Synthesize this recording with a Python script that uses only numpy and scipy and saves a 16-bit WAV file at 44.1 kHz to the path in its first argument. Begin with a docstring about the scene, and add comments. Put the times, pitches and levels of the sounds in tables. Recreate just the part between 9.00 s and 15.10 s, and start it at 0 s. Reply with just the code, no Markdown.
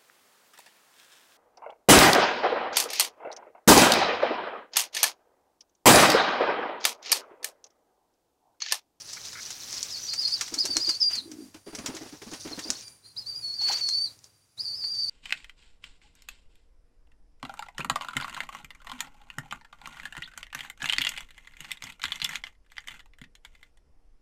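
"""A backyard pigeon loft: young birds squeal with two throat membranes that whistle as a beating pair.
Wings thump as swelling low cycles and clap as spikes with noise tails; knocks are short rings.
Feathers, feet and claws are shaped noise; one bird coos as a pulsed hum with breath.
An insect chirps in sagging, pulsing tones over steady garden air, and walls add dying noise tails.
A noise suppressor turns everything down in the quiet gaps."""
import sys
import numpy as np
from scipy import signal
from scipy.fft import rfft, irfft, next_fast_len
from scipy.io import wavfile
from scipy.ndimage import uniform_filter1d, minimum_filter1d, map_coordinates

SR = 44100
rng = np.random.default_rng(int(sys.argv[2]) if len(sys.argv) > 2 else 0)


def dump_mix(stems):
    """Bounce the given channels to the path in sys.argv[1] as a 16-bit WAV at rate SR."""
    frames = np.atleast_2d(stems).T  # one column per channel
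    limited = np.clip(frames, -1, 1)  # hard clip at full scale
    pcm = np.round(limited * 32767).astype(np.int16)
    wavfile.write(sys.argv[1], SR, pcm)


N = 268877


def amp(db):
    """Amplitude ratio of a level: 20 dB is a factor of ten."""
    return 10 ** (np.asarray(db) / 20)


def unit(x):
    """Normalisation to an rms of 1."""
    return x / np.sqrt(np.mean(x ** 2) + 1e-20)


def curves(rows):
    """Piecewise-linear contours: one curve for each column after the time, and a gate open while they last."""
    s, *columns = np.transpose(rows)
    t = np.arange(N) / SR
    gate = np.interp(t, [s[0] - .005, s[0], s[-1], s[-1] + .0065], [0, 1, 1, 0])
    return [np.interp(t, s, column) for column in columns] + [gate]


def window(start_s, long_s, ramp_s):
    """Trapezoidal envelope: linear ramps inside both ends of a stretch."""
    t = np.arange(N) / SR
    return np.clip(np.minimum(t - start_s, start_s + long_s - t) / ramp_s, 0, 1)


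def wobble(rate):
    """Band-limited random modulation: a smooth curve through random knots, rate of them a second."""
    knots = rng.standard_normal(int(N * rate / SR) + 4)
    return map_coordinates(knots, [np.arange(N) * rate / SR])


def filtered(x, response):
    """Linear filtering: the spectrum times a complex response of frequency."""
    m = next_fast_len(N + SR // 2)
    return irfft(rfft(x, m) * response(np.fft.rfftfreq(m, 1 / SR)), m)[..., :N]


def coloured(x, points):
    """Spectral shaping through (Hz, dB) points on a log-frequency axis, normalised to rms 1."""
    f, db = np.transpose(points)
    return unit(filtered(x, lambda hz: amp(np.interp(np.log(hz + 1), np.log(f), db))))


def ring(hz, width_hz):
    """Damped resonance: a causal second-order band-pass of peak gain 1."""
    return lambda f: 1j * f * width_hz / (hz * hz - f * f + 1j * f * width_hz)


def grainy(per_s, cycles, low_hz, high_hz, share):
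    """Shot noise over steady noise: sparse ticks, each a few damped cycles of its own pitch and size."""
    count = round(per_s * N / SR)
    when, pitch, size = rng.random((count, 3)).T[:, :, None]
    t = np.arange(256) / SR
    hz = low_hz * (high_hz / low_hz) ** pitch
    life = t * hz / cycles
    ticks = life * np.exp(-life) * np.sin(2 * np.pi * hz * t)
    ticks /= np.sqrt(size + .04)  # a few ticks are much larger than the rest
    spots = (when * N).astype(int) + np.arange(len(t))
    train = np.bincount(spots.ravel(), ticks.ravel(), N)[:N]
    return rng.standard_normal(N) + share * unit(train)


def garden():
    """Stationary background: broadband air, and a low hum and far insects as noise in narrow resonances."""
    # Garden air spectrum. Each row: frequency in Hz, relative level in dB.
    air_spectrum = [(25, -18.5), (102, -2), (190, -8), (3160, -18), (5800, -11.5), (16000, -24.5)]
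    air = coloured(rng.standard_normal(N), air_spectrum)
    hum = unit(filtered(rng.standard_normal(N), lambda f: ring(108, 30)(f) ** 2))
    hum *= amp(-66.5 + 1.7 * wobble(3.4))
    insects = lambda f: ring(4710, 90)(f) ** 2 + .45 * ring(9500, 300)(f) ** 2
    chorus = unit(filtered(rng.standard_normal(N), insects)) * amp(5 * wobble(12))
    return amp(-56.0) * air + hum + amp(-62.0) * chorus


def insect():
    """Stridulation by wing strokes at a quarter of the pitch: clear at first, then sagging, pulsing and fading."""
    # Each row: start in seconds, initial pitch in Hz, main-tone level before the fade and flicker in dB.
    chirps = [(2.757, 9740, -53.5), (3.3, 9700, -52), (3.807, 9580, -45.5), (4.35, 9840, -50),
              (4.896, 9950, -51.5), (5.502, 10050, -51)]
    sag_hz_per_s = 1100
    partials = [(1, -12), (2, -7), (3, -12)]  # (multiple of the stroke rate, dB re the main tone)
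    t = np.arange(SR // 2) / SR
    out = np.zeros(N + SR)
    for s, hz, db in chirps:
        pitch = hz - sag_hz_per_s * t + 30 * wobble(40)[:len(t)]
        phase = 2 * np.pi * np.cumsum(pitch) / SR
        pulses = np.sin(2 * np.pi * np.cumsum(270 + 50 * wobble(50)[:len(t)]) / SR)
        tone = np.sin(phase) * (1 + np.clip(t / .12, 0, 1) * pulses)
        tone += sum(amp(level_db) * np.sin(phase * k / 4) for k, level_db in partials)
        flicker_db = 3 * wobble(25)[:len(t)]
        fade = amp(db + flicker_db - 60 * t / .8) * (1 - np.exp(-t / .02))
        start = round(s * SR)
        out[start:start + len(t)] += fade * tone
    return out[:N]


def scrapes():
    """Friction noise of claws on the cage, exciting two resonances of its floor."""
    # Each row: start in seconds, length in seconds, level in dB.
    claw_strokes = [(0.163, 0.023, -46), (0.349, 0.057, -43)]
    envelope = sum(amp(db) * window(s, long, .0062) for s, long, db in claw_strokes)
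    cage = lambda f: ring(1450, 450)(f) ** 2 - ring(2200, 350)(f) ** 2
    return envelope * unit(filtered(rng.standard_normal(N), cage))


def rustle():
    """Contact noise of feathers and feet: grainy hiss, duller body and stirred air, modulated in flurries."""
    # Feathers and feet while birds are busy. Each row: time in seconds, hiss level in dB.
    busy = [
        [(0, -46.5), (.7, -36.5), (.9, -38.5), (1.3, -43), (1.6, -45), (1.9, -40.5), (2.07, -57.5)],
        [(2.7, -66), (2.9, -49), (3.2, -51.5), (3.4, -48.5), (3.7, -45.5), (3.8, -47.5), (3.92, -68)],
    ]
    # Brief scuffles. Each row: start, peak and end in seconds, peak hiss in dB, body re the hiss in dB.
    brief = [(2.088, 2.11, 2.21, -39, -2.5), (4.583, 4.614, 5.03, -40.5, -8.5),
             (4.665, 4.715, 4.813, -36, -6.5)]
    # Spectra of hiss, body and air stirred by the birds. Each row: frequency in Hz, relative level in dB.
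    hiss_spectrum = [(1760, -20), (3000, -15.5), (3240, -16), (4600, -9.5), (5850, -4), (7000, -12),
                     (16000, -41.5)]
    body_spectrum = [(120, -25), (400, -6), (900, -4), (3300, 0.5), (4500, -19.5)]
    draught_spectrum = [(30, -20), (90, -11), (250, -6.5), (500, -14)]
    busy_body_db, draught_db = -14, -14  # both re the hiss
    edge_db = -20  # ends of a scuffle re its peak

    flurry = wobble(12)
    grains = grainy(per_s=1200, cycles=2.2, low_hz=3500, high_hz=11000, share=.7)
    hiss = amp(1.3 * flurry + 2.5 * wobble(60)) * coloured(grains, hiss_spectrum)
    body = amp(2 * flurry + 2 * wobble(30)) * coloured(rng.standard_normal(N), body_spectrum)
    draught = amp(draught_db) * coloured(rng.standard_normal(N), draught_spectrum)
    stretches = [(rows, busy_body_db) for rows in busy]
    for start, peak, end, db, body_db in brief:
        swell = [(start, db + edge_db), (peak, db), (end, db + edge_db)]
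        stretches.append((swell, body_db))
    out = np.zeros(N)
    for rows, body_db in stretches:
        db, gate = curves(rows)
        out += gate * amp(db) * (hiss + amp(body_db) * body + draught)
    return out


def coo():
    """Amplitude modulation in the throat: a pulsing hum and pulses of breath through the swollen crop."""
    # Each row: time in seconds, mean pitch in Hz, level before the roll and mix in dB.
    contour = [(2.17, 238.5, -52), (2.238, 259.4, -55), (2.255, 324.7, -44), (2.435, 268.8, -43),
               (2.5, 223, -57)]
    hz, db, gate = curves(contour)
    phase = 2 * np.pi * np.cumsum(hz + 12 * wobble(40)) / SR
    roll_phase = 2 * np.pi * np.cumsum(55 + 12 * wobble(45)) / SR  # an uneven 55 Hz
    roll = (1 + np.sin(roll_phase) / 2) ** 2
    hum = roll * np.sin(phase)
    breath = unit(filtered(roll * rng.standard_normal(N), lambda f: ring(305, 130)(f) ** 2))
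    return gate * amp(db) * (.75 * hum + .4 * breath)


def knocks():
    """Damped oscillation: each knock is one short ring of slightly unsteady phase."""
    # Each row: start in seconds, level before the onset and decay in dB.
    hits = [(4.613, -35.5), (4.697, -21)]
    hz, rise_s, t60_s = 878, .0026, .046
    t = np.arange(SR // 8) / SR
    out = np.zeros(N + SR)
    for s, db in hits:
        envelope = amp(db - 60 * t / t60_s) * (1 - np.exp(-t / rise_s))
        phase = 2 * np.pi * hz * t + .99 * wobble(230)[:len(t)]
        start = round(s * SR)
        out[start:start + len(t)] += envelope * np.sin(phase)
    return out[:N]


def strikes(table, spike, t60):
    """Impulse and decaying noise with smaller spikes as feathers meet, through bright and body resonances."""
    t = np.arange(SR // 4) / SR
    bright, body = np.zeros(N + SR), np.zeros(N + SR)
    for s, db, body_db in table:
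        envelope = .22 * amp(-60 * t / t60) * (1 - np.exp(-t / .00049))
        puff = envelope * rng.standard_normal((2, len(t)))
        puff *= 1 + 3 * (rng.random(len(t)) < .012)  # smaller spikes
        puff[:, :3] = spike  # first three samples
        start = round(s * SR)
        bright[start:start + len(t)] += amp(db + 11.0) * puff[0]
        body[start:start + len(t)] += amp(db + body_db + 17.5) * puff[1]
    edge = lambda f: ring(5600, 2600)(f) * ring(5900, 5000)(f) * ring(6000, 7000)(f)
    chest = lambda f: ring(2400, 4000)(f) * ring(900, 3500)(f)
    return filtered(bright[:N], edge) + filtered(body[:N], chest)


def claps():
    """Impact sound: wings meeting give a puff with a tail; snaps of a quill or claw are nearly all spike."""
    # Wing tips clapping. Each row: start in seconds, relative strength in dB, relative body share in dB.
    wing_claps = [(0.13, -20, -22), (0.2533, -25.5, -35.5), (0.3292, -28, -11), (0.5043, -22.5, -14.5),
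                  (1.1343, -16, -16.5), (1.279, -24, -15), (1.4099, -11.5, -12.5), (1.4785, -26.5, -11),
                  (1.5398, -14, -18), (1.5863, -19, -35.5), (1.6529, -12, -16), (1.891, -13.5, -15),
                  (2.1537, -20, -19.5), (2.3148, -31, -12), (2.5433, -36.5, -2), (2.7495, -21.5, -14.5),
                  (2.7866, -26.5, -8), (2.8603, -15.5, -8.5), (2.9492, -25.5, -22), (2.966, -29, -3),
                  (3.092, -38, -5), (3.218, -36, -1), (3.3348, -23.5, -9), (3.475, -34, -0.5),
                  (3.5907, -23, -6.5), (4.685, -24, -6.5)]
    # Dry snaps of a quill or claw. Each row: start in seconds, relative strength and body share in dB.
    dry_snaps = [(0.7285, -23, -20), (0.8296, -15, -35), (1.7685, -8, -19.5), (3.7034, -10.5, -20.5),
                 (3.881, -35, -20), (4.8895, -18.5, -21), (5.1905, -36.5, -34), (5.2425, -31.5, -26),
                 (5.8415, -52, 7)]
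    return strikes(wing_claps, spike=.25, t60=.07) + strikes(dry_snaps, spike=1.6, t60=.04)


def thumps():
    """Air displacement by wing strokes: a few uneven low cycles under a swell, with a puff of feather noise."""
    # Each row: time of the swell's peak in seconds, peak level of the low cycles in dB.
    wing_strokes = [(1.527, -38.5), (1.573, -40.5), (1.65, -37.5), (1.698, -39.5), (1.768, -33),
                    (1.886, -36), (2.551, -41), (2.676, -37.5), (2.737, -39), (2.792, -35.5),
                    (2.848, -39.5), (2.894, -33), (2.949, -38), (3.02, -38), (3.065, -41), (3.133, -38.5),
                    (3.225, -41.5), (3.275, -40), (3.328, -36), (3.461, -34.5), (3.519, -38), (3.583, -33),
                    (3.661, -38), (3.698, -36.5)]
    centre_hz, mean_rise_s = 302.4, .01
    whoosh = [(60, -22), (300, 14.5), (900, 8.5), (5500, -3.5), (15000, -76)]  # (Hz, relative dB)
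    t = np.arange(SR // 8) / SR
    low, puff = np.zeros(N + SR), np.zeros(N + SR)
    for s, db in wing_strokes:
        hz = centre_hz * (1 + .14 * rng.uniform(-1, 1))
        rise_s = mean_rise_s * rng.uniform(.8, 1.4)
        swell = (t / rise_s * np.exp(1 - t / rise_s)) ** 2
        drift = .095 * np.cumsum(rng.standard_normal(len(t)))  # radians
        start = round((s - rise_s) * SR)
        low[start:start + len(t)] += amp(db) * swell * np.sin(2 * np.pi * hz * t + drift)
        puff[start:start + len(t)] += amp(db) * swell ** .21  # flatter and longer
    return low[:N] + amp(-12.5) * puff[:N] * coloured(rng.standard_normal(N), whoosh)


def squeals():
    """Two coupled whistles: membranes a little apart beat, tremble, and bend into weak overtones."""
    # Long squeals, one curve each. Each row: time in seconds, lower voice in Hz before tremble, level in dB.
    long_calls = [
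        [(.915, 5400, -40), (.945, 4600, -29.5), (.96, 4250, -39), (.98, 4600, -33)],
        [(.985, 5300, -40), (1.005, 6200, -47), (1.03, 5800, -45), (1.052, 6100, -38), (1.075, 5600, -38.5)],
        [(1.066, 4460, -40.5), (1.086, 4730, -30), (1.1, 4325, -30), (1.125, 4205, -28), (1.15, 4520, -40),
         (1.185, 4680, -28.5), (1.198, 5050, -25), (1.22, 4710, -29), (1.24, 4310, -33.5), (1.266, 4290, -26.5),
         (1.28, 4650, -27), (1.3, 4440, -40), (1.33, 4530, -28), (1.347, 4810, -22.5), (1.369, 4000, -39)],
        [(1.582, 4490, -27.5), (1.605, 5070, -21.5), (1.644, 3990, -38), (1.698, 4800, -35.5),
         (1.714, 4580, -22.5), (1.745, 4630, -36.5), (1.762, 4170, -23.5), (1.79, 4480, -35.5),
         (1.836, 5130, -27.5), (1.862, 4150, -26), (1.868, 4710, -24.5), (1.904, 4880, -20), (1.921, 4170, -32),
         (1.975, 4700, -35.5)],
        [(2.005, 5270, -22.5), (2.031, 4740, -20.5), (2.085, 4803, -20), (2.11, 4660, -36), (2.135, 4776, -25),
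         (2.167, 4290, -35.5), (2.187, 4150, -27.5), (2.205, 3660, -44)],
        [(4.168, 4000, -36.5), (4.18, 4930, -33), (4.192, 5070, -27), (4.208, 4400, -46), (4.255, 4000, -47)],
        [(4.262, 4350, -40), (4.285, 4800, -30), (4.338, 4520, -40), (4.362, 4845, -30.5), (4.42, 4700, -44),
         (4.43, 4430, -33), (4.532, 4350, -31), (4.545, 4650, -35), (4.585, 4670, -33.5), (4.6, 4350, -26.5),
         (4.65, 4480, -23.5), (4.71, 4186, -30.5), (4.759, 4404, -29), (4.805, 4640, -41), (4.815, 4460, -21),
         (4.86, 4420, -24.5), (4.915, 4230, -25.5), (4.94, 4490, -24), (5.051, 4580, -25.5), (5.08, 3964, -38)],
        [(5.578, 3800, -43.5), (5.609, 4740, -29.5), (5.63, 4960, -48), (5.655, 4436, -33), (5.74, 4460, -34.5),
         (5.77, 5020, -41.5), (5.845, 4415, -30.5), (5.915, 4780, -31), (5.97, 4565, -28), (6.045, 4600, -26),
         (6.065, 4380, -33.5), (6.096, 4660, -25)],
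    ]
    # Short peeps. Each row: start and length in seconds, first and last pitch in Hz, mid-call level in dB.
    short_calls = [(3.521, 0.013, 4430, 4120, -37.5), (3.626, 0.024, 4460, 4758, -39.5),
                   (3.669, 0.014, 4315, 4884, -38.5), (3.824, 0.059, 4830, 4710, -45.5),
                   (4.03, 0.033967, 4000, 4276, -49.5), (4.077, 0.045, 4360, 4200, -47.5),
                   (3.751, 0.01, 4260, 4420, -40)]
    # The upper membrane joins in. Each row: start and length in seconds, level added re the lower in dB.
    duets = [(1.092, 0.0541, -3.5), (1.231, 0.116, -2), (2.011, 0.02716, -2), (2.124, 0.0883, -4.5),
             (4.667, 0.1, 1), (4.863, 0.098, -10), (5.589, 0.216, 0.5), (5.795, 0.084, -3),
             (5.937, 0.21, -10)]
    # Air past the membranes. Each row: frequency in Hz, relative level in dB.
    wheeze_spectrum = [(2500, -22.5), (4000, -7), (5800, 3.5), (9000, -34.5)]
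    wheeze_db = -26  # mean, re the voice
    solo_db, join_s = -24, .006  # upper voice outside the duets once calm; time it takes to join
    firm_db, hoarse_hz_per_db = -33, 6  # below this level the pitch shakes more and more

    unrest = np.where(np.arange(N) < 2 * SR, 1.8, 1)  # the chicks jostle while the adults take off
    tremble = unrest * 36 * wobble(150)  # Hz, shared by both membranes
    low_own = 15 * wobble(260)  # Hz
    apart_hz = 260 + (unrest - 1) * 200 + unrest ** 2 * 30 * wobble(60)
    low_flicker = amp(unrest * 1.7 * wobble(110))
    high_flicker = amp(unrest * 2 * wobble(90))
    rasp = amp(unrest * 1.3 * wobble(320))  # the tone breaks up more as the chicks jostle
    wheeze = amp(wheeze_db + 4.5 * wobble(60)) * coloured(rng.standard_normal(N), wheeze_spectrum)
    shaky_hz = hoarse_hz_per_db * wobble(700)
    patchy = amp(5 * wobble(45))  # the overtones come and go
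    upper = amp(solo_db) * unrest ** 2
    upper = upper + sum(amp(db) * window(s, long, join_s) for s, long, db in duets)

    calls = list(long_calls)
    for s, long, first, last, db in short_calls:
        middle = (s + long / 2, (first + last) / 2, db)
        calls.append([(s, first, db - 6.5), middle, (s + long, last, db + 4)])
    out = np.zeros(N)
    for rows in calls:
        hz, db, gate = curves(rows)
        hz = hz + np.clip(firm_db - db, 0, 20) * shaky_hz  # faint calls are hoarse
        low = 2 * np.pi * np.cumsum(hz + tremble + low_own) / SR
        high = 2 * np.pi * np.cumsum(hz + apart_hz + tremble) / SR
        pair = low_flicker * np.exp(1j * low) + upper * high_flicker * np.exp(1j * high)
        tone = amp(db) * pair
        turn = tone / (np.abs(tone) + 1e-9)  # phase alone; each factor raises the harmonic by one
        overtones = amp(-28.0) * tone * turn + amp(-43.0) * tone * turn * turn
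        out += gate * np.imag(tone * rasp + overtones * patchy)
        out += gate * amp(db) * wheeze
    return out


def wall(x, t60):
    """Reverberation: walls and eaves answer after 6 ms with exponentially decaying noise of unit energy."""
    t = np.arange(SR // 3) / SR
    tail = amp(-60 * t / t60) * rng.standard_normal(len(t)) * (t > .006)
    return signal.fftconvolve(x, tail / np.linalg.norm(tail))[:N]


def scene():
    """Superposition: near birds, their wall reflections and the background add linearly in one channel."""
    voices = squeals()
    near = voices + claps() + thumps() + knocks() + coo()
    yard = amp(-11.5) * wall(near, t60=.14) + amp(-12.5) * wall(voices, t60=.2)
    return (near + yard + scrapes() + rustle() + insect() + garden())[None]


def record(dry):
    """Downward expansion: gain opens fast for loud sound and closes slowly in the quiet; then a band limit."""
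    floor_db, range_db, depth_db = -53.5, 12, 15.4  # shut at the floor, fully open 12 dB above it
    release_s, top_hz = .07, 15900
    level_db = 10 * np.log10(np.abs(uniform_filter1d(dry ** 2, size=600)) + 1e-12)
    wanted = np.clip((level_db - floor_db) / range_db, 0, 1)
    held = -minimum_filter1d(-wanted, size=1201, origin=400)  # a moving maximum, mostly of the past
    keep = np.exp(-1 / (release_s * SR))
    closing = signal.lfilter([1 - keep], [1, -keep], held, zi=[[keep]])[0]
    opening = uniform_filter1d(np.maximum(held, closing), size=400)
    quieted = dry * amp(depth_db * (opening - 1))
    return filtered(quieted, lambda hz: hz < top_hz)


dry = scene()
out = record(dry)
dump_mix(out)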